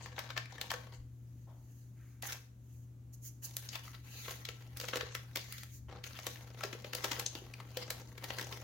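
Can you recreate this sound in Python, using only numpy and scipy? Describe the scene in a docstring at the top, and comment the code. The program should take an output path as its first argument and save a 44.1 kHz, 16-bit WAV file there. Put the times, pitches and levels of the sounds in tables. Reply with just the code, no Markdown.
"""Sharp snaps over a fine rustle: waxed paper peeled off butter above a steel mixing bowl.
Creases buckle in bursts of clicks that ring facets, flap the sheet and make the wax fizz.
The paper hisses as it slides and pops off the tacky butter; the stick bumps and knocks the bowl.
The bowl colours the paper, a small kitchen rings briefly and an appliance hums throughout."""
import sys
import numpy as np
from scipy import signal
from scipy.fft import rfft, irfft, next_fast_len
from scipy.io import wavfile

SR = 44100
rng = np.random.default_rng(int(sys.argv[2]) if len(sys.argv) > 2 else 0)


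def inscribe(sig):
    """Save sig as 16-bit PCM at rate SR to the path in sys.argv[1].

    A 1-D sig is mono; a 2-D sig holds one channel per row.
    Samples are clipped to [-1, 1] before scaling.
    """
    pcm = np.round(np.clip(np.atleast_2d(sig).T, -1, 1) * 32767)
    wavfile.write(sys.argv[1], SR, pcm.astype(np.int16))


N = 380583
TIME = np.arange(N) / SR

# loudest creases buckling: (time [s], level [dB], facet [Hz], flap [rel dB], fizz [rel dB])
CREASES = [(0.06, -45.5, 1880, -9, -8.5), (0.182, -39.5, 1527, -5.5, -26), (0.192, -37, 1615, -11, -3),
           (0.305, -39.5, 1702, -11, -12), (0.367, -38.5, 985, -13, -18.5), (0.377, -31, 1770, -13, -11),
           (0.614, -34, 3760, -16, -3.5), (0.705, -33.5, 3176, -17, -7), (0.716, -36, 2030, -4, -1),
           (0.739, -38.5, 1330, -5.5, -7), (2.225, -45, 3626, -25, 5.5), (2.233, -42.5, 1890, -7, -20),
           (2.324, -41, 2620, -19, 1), (3.568, -39, 7010, -19.5, 7.5), (3.69, -41.5, 5560, -23, -15),
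           (3.756, -38.5, 2617, -15.5, -5), (4.282, -43, 1020, -5, -15), (4.31, -47, 2890, -13, -2),
           (4.453, -40.5, 3820, -34, -8), (4.489, -40, 2675, -9.5, -6.5), (4.772, -47.5, 4100, -16, 6.5),
           (4.801, -40, 4540, -14, -3), (4.813, -43.5, 2990, -10, 0), (4.886, -38.5, 2880, -11.5, -4.5),
           (4.935, -35, 1250, -9.5, -24), (4.958, -37.5, 2920, -3.5, -2.5), (4.971, -37.5, 1010, -5, -4),
           (5.01, -36, 1840, -12, -14), (5.151, -36.5, 1700, -14, -2), (5.359, -34.5, 2345, -13, 0.5),
           (5.372, -38.5, 3584, -7.5, -2), (5.525, -46, 3550, -34, 5.5), (5.583, -48.5, 3430, -20, 1),
           (5.634, -49.5, 3240, -14, 2.5), (6.041, -42, 2850, -18.5, -8), (6.268, -36.5, 3480, -5.5, 1),
           (6.19, -45, 2202, -7.5, -8), (6.637, -35, 1374, -6, -8), (6.65, -49.5, 1910, -5, -3),
           (6.73, -42, 2450, -5, -10), (6.846, -44.5, 2512, -6, -12), (6.934, -37.5, 1850, -12.5, -6),
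           (6.951, -37.5, 4040, -9.5, 3), (7.044, -31.5, 1347, -9.5, -3), (7.117, -33, 1520, -10.5, -6.5),
           (7.132, -42, 1980, -15, -4), (7.197, -36, 1196, -23, 1.5), (7.263, -31, 6390, -40, -22.5),
           (7.353, -43, 3700, -4, -5.5), (7.772, -37.5, 4170, -10.5, -2), (7.905, -36, 4037, -10.5, 2.5),
           (8.18, -48, 1803, -9, -5), (8.242, -41, 1918, -12, -1.5), (8.305, -37.5, 1440, -6.5, -15.5),
           (8.386, -38.5, 1690, -13, -4), (8.396, -41, 2100, -14, -6), (8.413, -40.5, 1213, -8, -2.5),
           (8.427, -46, 2004, -12, -4), (8.526, -42.5, 2700, -11.5, -10)]
# wrapper position and sheet pitch: (time [s], left minus right [dB], sheet [Hz], depth in bowl [dB])
WRAPPER = [(1, 4.5, 710, 8.5), (2.2, 1.5, 819.5, 6.5), (3.7, 2.5, 850, -2), (4.5, 3, 400, -11),
           (5.15, 2, 422.3, 0.5), (6, 3, 430, -5)]


def from_db(db):
    """Decibels to gain."""
    return 10 ** (np.asarray(db) / 20)


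def unit_rms(x):
    """Scale to rms 1."""
    return x / np.sqrt(np.mean(x ** 2) + 1e-20)


def unit_energy(x):
    """Scale each channel to energy 1."""
    return x / np.sqrt(np.sum(x ** 2, axis=-1, keepdims=True) + 1e-20)


def curves(rows):
    """Interpolate each column over the time in the first."""
    times_s, *columns = np.transpose(rows)
    return [np.interp(TIME, times_s, column) for column in columns]


def band(x, low_hz, high_hz, order=2):
    """Causal band-pass."""
    sos = signal.butter(order, [low_hz, min(high_hz, .45 * SR)], "band", fs=SR, output="sos")
    return signal.sosfilt(sos, x + 1e-18)


def resonate(x, hz, width_hz):
    """Resonator, peak gain 1."""
    r = np.exp(-np.pi * width_hz / SR)
    feedback = [1, -(1 + r * r) * np.cos(2 * np.pi * hz / SR), r * r]
    return signal.lfilter(np.array([1, 0, -1]) * (1 - r * r) / 2, feedback, x + 1e-18)


def drift(rate_hz):
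    """Slow random curve, rms 1."""
    knots = rng.standard_normal(int(rate_hz * N / SR) + 2)
    return unit_rms(np.interp(TIME * rate_hz, np.arange(len(knots)), knots))


def coloured_noise(spectrum):
    """Steady noise of a given spectral shape, rms 1."""
    hz, db = np.transpose(spectrum)
    size = next_fast_len(N, real=True)
    bins_hz = np.fft.rfftfreq(size, 1 / SR) + 1
    shape = from_db(np.interp(np.log(bins_hz), np.log(hz), db))
    return unit_rms(irfft(rfft(rng.standard_normal(size)) * shape, size)[:N])


def stereo_noise(size, own_share):
    """White noise; own_share of each ear's power is independent, the rest common."""
    mix = np.c_[np.full(2, np.sqrt(1 - own_share)), np.sqrt(own_share) * np.eye(2)]
    return mix @ rng.standard_normal((3, size))


def pan(x, left_db):
    """Constant-power pan."""
    gains = from_db(np.array([[.5], [-.5]]) * left_db)
    return x * gains / np.sqrt(np.mean(gains ** 2, axis=0))


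def add_event(track, sound, start, db):
    """Add a sound with the energy of 10 ms at the given level."""
    track[..., start:start + sound.shape[-1]] += np.sqrt(SR / 100) * from_db(db) * unit_energy(sound)


def gestures(rows, attack_s, release_db_per_s):
    """Build, hold, decay. Returns summed level and power-weighted flap and fizz, in dB."""
    start_s, hold_s, db, flap_db, fizz_db = np.transpose(rows)[..., None]
    steps_s = TIME[::64]
    age_s = steps_s - start_s
    release = from_db(db - release_db_per_s * np.maximum(age_s - hold_s, 0))
    power = (np.clip(age_s / attack_s, 0, 1) * release) ** 2
    total = power.sum(axis=0) + 1e-14
    colour_db = [(power * part_db).sum(axis=0) / total for part_db in (flap_db, fizz_db)]
    return curves(np.column_stack([steps_s, 10 * np.log10(total), *colour_db]))


def appliance(hum_hz=120, waver_db=1.5, rumble_db=-60.0, hiss_db=-72.0):
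    """Wavering mains hum over low rumble and faint hiss."""
    # hum with one brief dip: (time [s], level [dB])
    hum_levels = [(0, -53), (2.3, -53.5), (2.43, -59), (2.6, -54), (8.6, -52)]
    # room noise spectra: (frequency [Hz], density [rel dB])
    rumble_spectrum = [(20, -30), (40, -12.5), (75, 5), (105, -8), (290, -10), (450, -28), (1000, -46.5)]
    hiss_spectrum = [(400, 9), (1000, -1), (5000, -13), (6700, -5.5), (8500, -17.5), (13000, -10.5)]
    db, = curves(hum_levels)
    hum = np.sqrt(2) * np.sin(2 * np.pi * hum_hz * TIME) * from_db(db + waver_db * drift(5))
    rumble = from_db(rumble_db + db - np.median(db)) * coloured_noise(rumble_spectrum)
    hiss = from_db(hiss_db) * np.array([coloured_noise(hiss_spectrum) for _ in range(2)])
    return pan(hum + rumble, 2.3) + hiss


def fingers():
    """Fingers tug the wrapper and hold it between tugs: level, flap and fizz curves."""
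    # tugs, then soft holding: (start [s], length [s], level [dB], flap [rel dB], fizz [rel dB])
    tugs = [(-0.03, 0.12, -51, -5, -15.5), (0.15, 0.16, -52, -5.5, -13), (0.5, 0.26, -55.5, -3.5, -11.5),
            (0.79, 0.14, -58.5, -1.5, -9), (2.218, 0.095, -47.5, -9.5, -1), (3.42, 0.35, -58.5, -10.5, 0.3),
            (3.69, 0.25, -54.5, -13, -4), (4.25, 0.07, -49, -10, -2.5), (4.76, 0.23, -50.5, -10.5, -5),
            (5.04, 0.11, -56.5, -10, -21), (5.35, 0.063, -51, -18, -16.5), (5.88, 0.091, -59, 4.5, -17),
            (6.03, 0.33, -54, -14, -4.5), (6.56, 0.17, -55.5, -3.5, -4), (6.92, 0.3, -50.5, -5.5, -8),
            (7.75, 0.21, -56, -2.5, -13), (8.21, 0.35, -55, -1.5, -3.5)]
    holds = [(4.034, 1.5, -63, -4.08, -3.5), (6.05, 3, -61, -1.4, -3.5)]
    return gestures(tugs + holds, attack_s=0.012, release_db_per_s=204)


def bending_facets(x, patchy_db=4.0, rate_hz=24, count=10):
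    """As the sheet bends, one facet after another leads and the friction shifts colour."""
    return sum((-1) ** k * resonate(x, hz, hz / 4) * from_db(patchy_db * drift(rate_hz))
               for k, hz in enumerate(np.geomspace(1150, 6700, count)))


def mic_presence_peak(clicks, hz=6650, width_hz=1500):
    """Soft, narrow microphone peak near 6.7 kHz that brightens clicks and hiss."""
    return 0.2 * resonate(resonate(clicks, hz, width_hz), hz, width_hz)


def rustle(motions, grains_per_s=6000, size_db=2.7, clump_db=3.5):
    """Moving paper hisses with tiny buckles, most weak, a few strong. Returns sheet, facets, wax."""
    flapping, sliding, fizzing = sum(from_db([db + flap_db, db, db + fizz_db])
                                     for db, flap_db, fizz_db in motions)
    fires = rng.random(N) < grains_per_s / SR
    sizes = from_db(size_db * np.minimum(rng.exponential(1, N), 4))
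    grains = unit_rms(fires * sizes * stereo_noise(N, own_share=1.0))
    clicks = grains * from_db(clump_db * drift(70))
    sheet = unit_rms(band(clicks.mean(axis=0), 133, 1370)) * np.ones((2, 1))
    facets = unit_rms(band(resonate(bending_facets(clicks), 1480, 8200), 1290, 8700, order=4))
    wax = unit_rms(band(clicks, 9000, SR) + 2 * mic_presence_peak(clicks))
    return np.array([sheet * from_db(-3.5) * flapping,
                     facets * from_db(-4.0) * sliding,
                     wax * from_db(-2.5) * fizzing])


def loud_creases(base_width_hz=7000):
    """Rows for snaps(); a crisper crack excites a broader facet resonance."""
    return [(s, db, hz, base_width_hz * from_db(0.92 * min(fizz_db, 3)), flap_db, fizz_db)
            for s, db, hz, flap_db, fizz_db in CREASES]


def small_creases(handling, tries_per_s=56, facet_hz=2700, width_hz=1700, buckle_db=-63.5):
    """Rows for snaps(); small creases give way at random once the paper is bent hard enough."""
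    count = int(tries_per_s * N / SR)
    pitch_dev, level_dev, flap_dev, fizz_dev, load_dev = rng.standard_normal((count, 5)).T
    at = rng.integers(0, N, count)
    db, flap_db, fizz_db = (curve[at] for curve in handling)
    buckles = db - np.maximum(fizz_db, 0) + 2 * load_dev > buckle_db
    tautness_db = 0.59 * (fizz_db + 7.5)   # taut, fizzing paper ticks higher
    hz = np.clip(facet_hz * from_db(7.53 * pitch_dev + tautness_db), 1000, 6200)
    tick_db = db - 2.5 + 2.5 * np.clip(level_dev, -2, 2)
    rows = np.c_[at / SR, tick_db, hz, np.full(count, width_hz),
                 flap_db + 2 * flap_dev, fizz_db - 2.5 + 2 * fizz_dev]
    return rows[buckles]


def panels(clicks, facet_hz, q=15, spread_db=5.0, count=3):
    """Stiff panels beside a crease ring briefly: one at the facet pitch, the rest scattered."""
    others_hz = np.clip(facet_hz * from_db(spread_db * rng.standard_normal(count)), 900, 7000)
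    return unit_energy(sum(unit_energy(resonate(clicks, hz, hz / q)) / np.sqrt(k + 1)
                           for k, hz in enumerate(np.r_[facet_hz, others_hz])))


def snaps(rows, lead_ms=2.04, trail_ms=2.4, scatter_db=-17.0, scatter_ms=18.0, ring_db=-7.5):
    """A crease gives way in an avalanche of clicks. Returns sheet flap, facet ring, wax fizz."""
    out = np.zeros((3, 2, N + SR))
    before, after = int(.01 * SR), int(.03 * SR)
    ms = np.arange(-before, after) / SR * 1000
    _, sheet_hz, _ = curves(WRAPPER)
    highpass = signal.butter(2, 9800, "high", fs=SR, output="sos")
    scatter = from_db(scatter_db) * np.exp(-np.abs(ms) / scatter_ms) * (ms > 0)   # off the steel walls
    for s, db, hz, width_hz, flap_db, fizz_db in rows:
        start = max(round(s * SR) - before, 0)
        slowness = (hz / 2000) ** -.4   # big, low facets give way more slowly
        swell = np.exp(-np.abs(ms) / (slowness * np.where(ms < 0, lead_ms, trail_ms)))
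        avalanche = swell * (rng.random(len(ms)) < .45)
        clicks = unit_energy((avalanche + scatter) * stereo_noise(len(ms), own_share=0.66))
        crack = 0.3 * (ms == 0) / slowness
        flap_hz = sheet_hz[start] * from_db(1.8 * rng.standard_normal())   # a different part each time
        push = clicks.mean(axis=0)
        flap = resonate(push, flap_hz, flap_hz / 2) + 0.24 * resonate(push, 1.84 * flap_hz, flap_hz / 2)
        sheet = band(flap, 235, 1050)
        facet = unit_energy(band(resonate(clicks + crack, hz, width_hz), 1000, 7400, order=5))
        facet += from_db(ring_db) * panels(clicks, hz)
        wax = signal.sosfilt(highpass, clicks + 1.36 * crack) + 1.2 * mic_presence_peak(clicks)
        for layer, sound, gain_db in zip(out, (sheet, facet, wax), (flap_db, 0, fizz_db - 2.0)):
            add_event(layer, sound, start, db + gain_db)
    return out[..., :N]


def settling(rise_s=0.0026, wake_db=-17.5):
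    """The sheet rustles on after each loud snap: level, flap and fizz curves."""
    wakes = [(s, rise_s, db + wake_db, flap_db, fizz_db) for s, db, _, flap_db, fizz_db in CREASES]
    return gestures(wakes, rise_s, release_db_per_s=222)


def pops(puff_s=0.0016, q=7, overtone_ratio=1.69, overtone_db=-7.5):
    """Soft, hollow pops: a short puff rings a brief note with a fainter overtone."""
    # soft pops: (time [s], level [dB], pitch [Hz])
    soft_pops = [(0.456, -49.5, 2350), (0.581, -47.5, 1826), (3.877, -52, 1194), (4.842, -45.5, 1360),
                 (6.607, -44, 1310), (7.537, -46, 2583), (7.6, -48, 1200)]
    out = np.zeros(N + SR)
    age_s = TIME[:SR // 20]
    for s, db, hz in soft_pops:
        puff = rng.standard_normal(len(age_s)) * age_s * np.exp(-age_s / puff_s)
        low, high = (unit_energy(resonate(puff, f, f / q)) for f in (hz, hz * overtone_ratio))
        add_event(out, low + from_db(overtone_db) * high, round(s * SR), db)
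    return out[:N]


def butter_bumps():
    """Soft butter bumps and rubs dully, with no click."""
    # contacts of butter and hand: (time [s], level [dB], band [Hz], rise [s], t60 [s])
    contacts = [(0.975, -52, 51.9, 0.0049, 0.52), (1.469, -61, 880, 0.0067, 0.5),
                (1.95, -61, 2100, 0.12, 0.76), (5.681, -47, 87.4, 0.19, 1.6)]
    out = np.zeros(N)
    for s, db, hz, rise_s, t60_s in contacts:
        age_s = np.maximum(TIME - s, 0)
        noise = unit_rms(band(rng.standard_normal(N), hz * 0.57, hz * 1.14))
        out += noise * (1 - np.exp(-age_s / rise_s)) * from_db(db - 60 * age_s / t60_s)
    return out


def slides(grain_db=1.0):
    """Paper slides over skin and butter; the hiss follows hand speed. Returns dull, bright."""
    # smooth strokes: (middle [s], length [s], level [dB], dull part [rel dB])
    strokes = [(1.4, 0.41, -72.5, -7), (1.77, 0.18, -66, -10.5), (2.079, 0.15, -68, -14),
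               (2.271, .012, -38, -16), (2.747, 0.16, -67.5, -14), (3.142, 0.018, -53, -19),
               (3.263, 0.042, -46.5, -21), (3.449, 0.025, -38.5, -18), (4.229, 0.18, -50, -2),
               (5.564, 0.16, -55, 0), (5.752, 0.05, -54.5, -17)]
    middle_s, length_s, db, dull_db = np.transpose(strokes)[..., None]
    steps_s = TIME[::64]
    swells = from_db(db) * np.exp(-2 * ((steps_s - middle_s) / length_s) ** 2)
    dull_swells = swells * from_db(dull_db)
    bright_gain, dull_gain = curves(np.c_[steps_s, swells.sum(axis=0), dull_swells.sum(axis=0)])
    friction = rng.standard_normal((2, N)) * from_db(grain_db * drift(90))
    bright = unit_rms(band(friction, 10900, SR) + 9.7 * mic_presence_peak(friction))
    dull = unit_rms(band(bending_facets(friction), 1520, 6100))
    return dull * dull_gain, bright * bright_gain


def knocks(hz=465, width_hz=45, spread_db=1.2):
    """The stick nudges the bowl wall: a soft push rings a short, hollow note of varying pitch."""
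    # stick against bowl: (time [s], level [dB])
    nudges = [(4.836, -47.5), (4.935, -46), (4.959, -43), (5.031, -44), (6.647, -40.5), (6.75, -48.5),
              (6.846, -50), (7.047, -42.5), (7.186, -47), (7.419, -50.5), (7.77, -40)]
    out = np.zeros(N + SR)
    push = np.r_[np.hanning(SR // 600), np.zeros(SR // 8)]
    for s, db in nudges:
        note = resonate(push, hz * from_db(spread_db * rng.standard_normal()), width_hz)
        add_event(out, note, round(s * SR), db)
    return out[:N]


def bowl(x, depth_db, shading=0.24):
    """The bowl rings along; depth shifts the balance of its modes and the rim shades the direct sound."""
    # bowl resonances: (frequency [Hz], width [Hz], gain [dB], gain per depth [dB/dB])
    modes = [(493, 22, 3, 0.12), (797, 78, -5.5, -0.14), (940.7, 33, -10, 0.9), (1109, 42, -6, 0.77),
             (1332.5, 43.1, -12, -1.6), (1580, 61, -11, 0.78), (1743, 96, -7, 0.75), (1958, 41, -10, -0.48),
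             (2319, 80, -15.5, 0.7969)]
    direct = x * from_db(-shading * np.maximum(depth_db, 0))
    ring = sum(from_db(db) * resonate(x * from_db(slope * depth_db), hz, width_hz)
               for hz, width_hz, db, slope in modes)
    return from_db(-1.5) * (direct + ring)


def kitchen(x, t60_s=0.38, delay_s=0.0024, top_hz=10400):
    """Dense, decaying reflections, different at each ear."""
    age_s = TIME[:int(t60_s * SR)]
    tail = rng.standard_normal((2, len(age_s))) * from_db(-60 * age_s / t60_s) * (age_s > delay_s)
    response = unit_energy(band(tail, 130, top_hz, order=1))
    return signal.fftconvolve(x, response, axes=-1)[:, :N]


def scene(room_db=-10.0):
    """Paper heard through bowl and kitchen, over the hum; its fizz beams to the right."""
    left_db, _, depth_db = curves(WRAPPER)
    handling = fingers()
    creases = np.vstack([loud_creases(), small_creases(handling)])
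    sheet, facets, wax = snaps(creases) + rustle([handling, settling()])
    dull, bright = slides()
    low = pan(sheet + knocks(), 0.55 * left_db)
    middle = pan(facets + dull + pops(), left_db + 1.3)
    high = pan(wax + bright, left_db - 5.0)
    near = bowl(low + middle + high, depth_db) + pan(butter_bumps(), 3.5)
    return near + from_db(room_db) * kitchen(near) + appliance()


def record(dry, cutoff_hz=16100):
    """Steep low-pass."""
    return signal.sosfilt(signal.ellip(10, .2, 80, cutoff_hz, fs=SR, output="sos"), dry)


dry = scene()
out = record(dry)
inscribe(out)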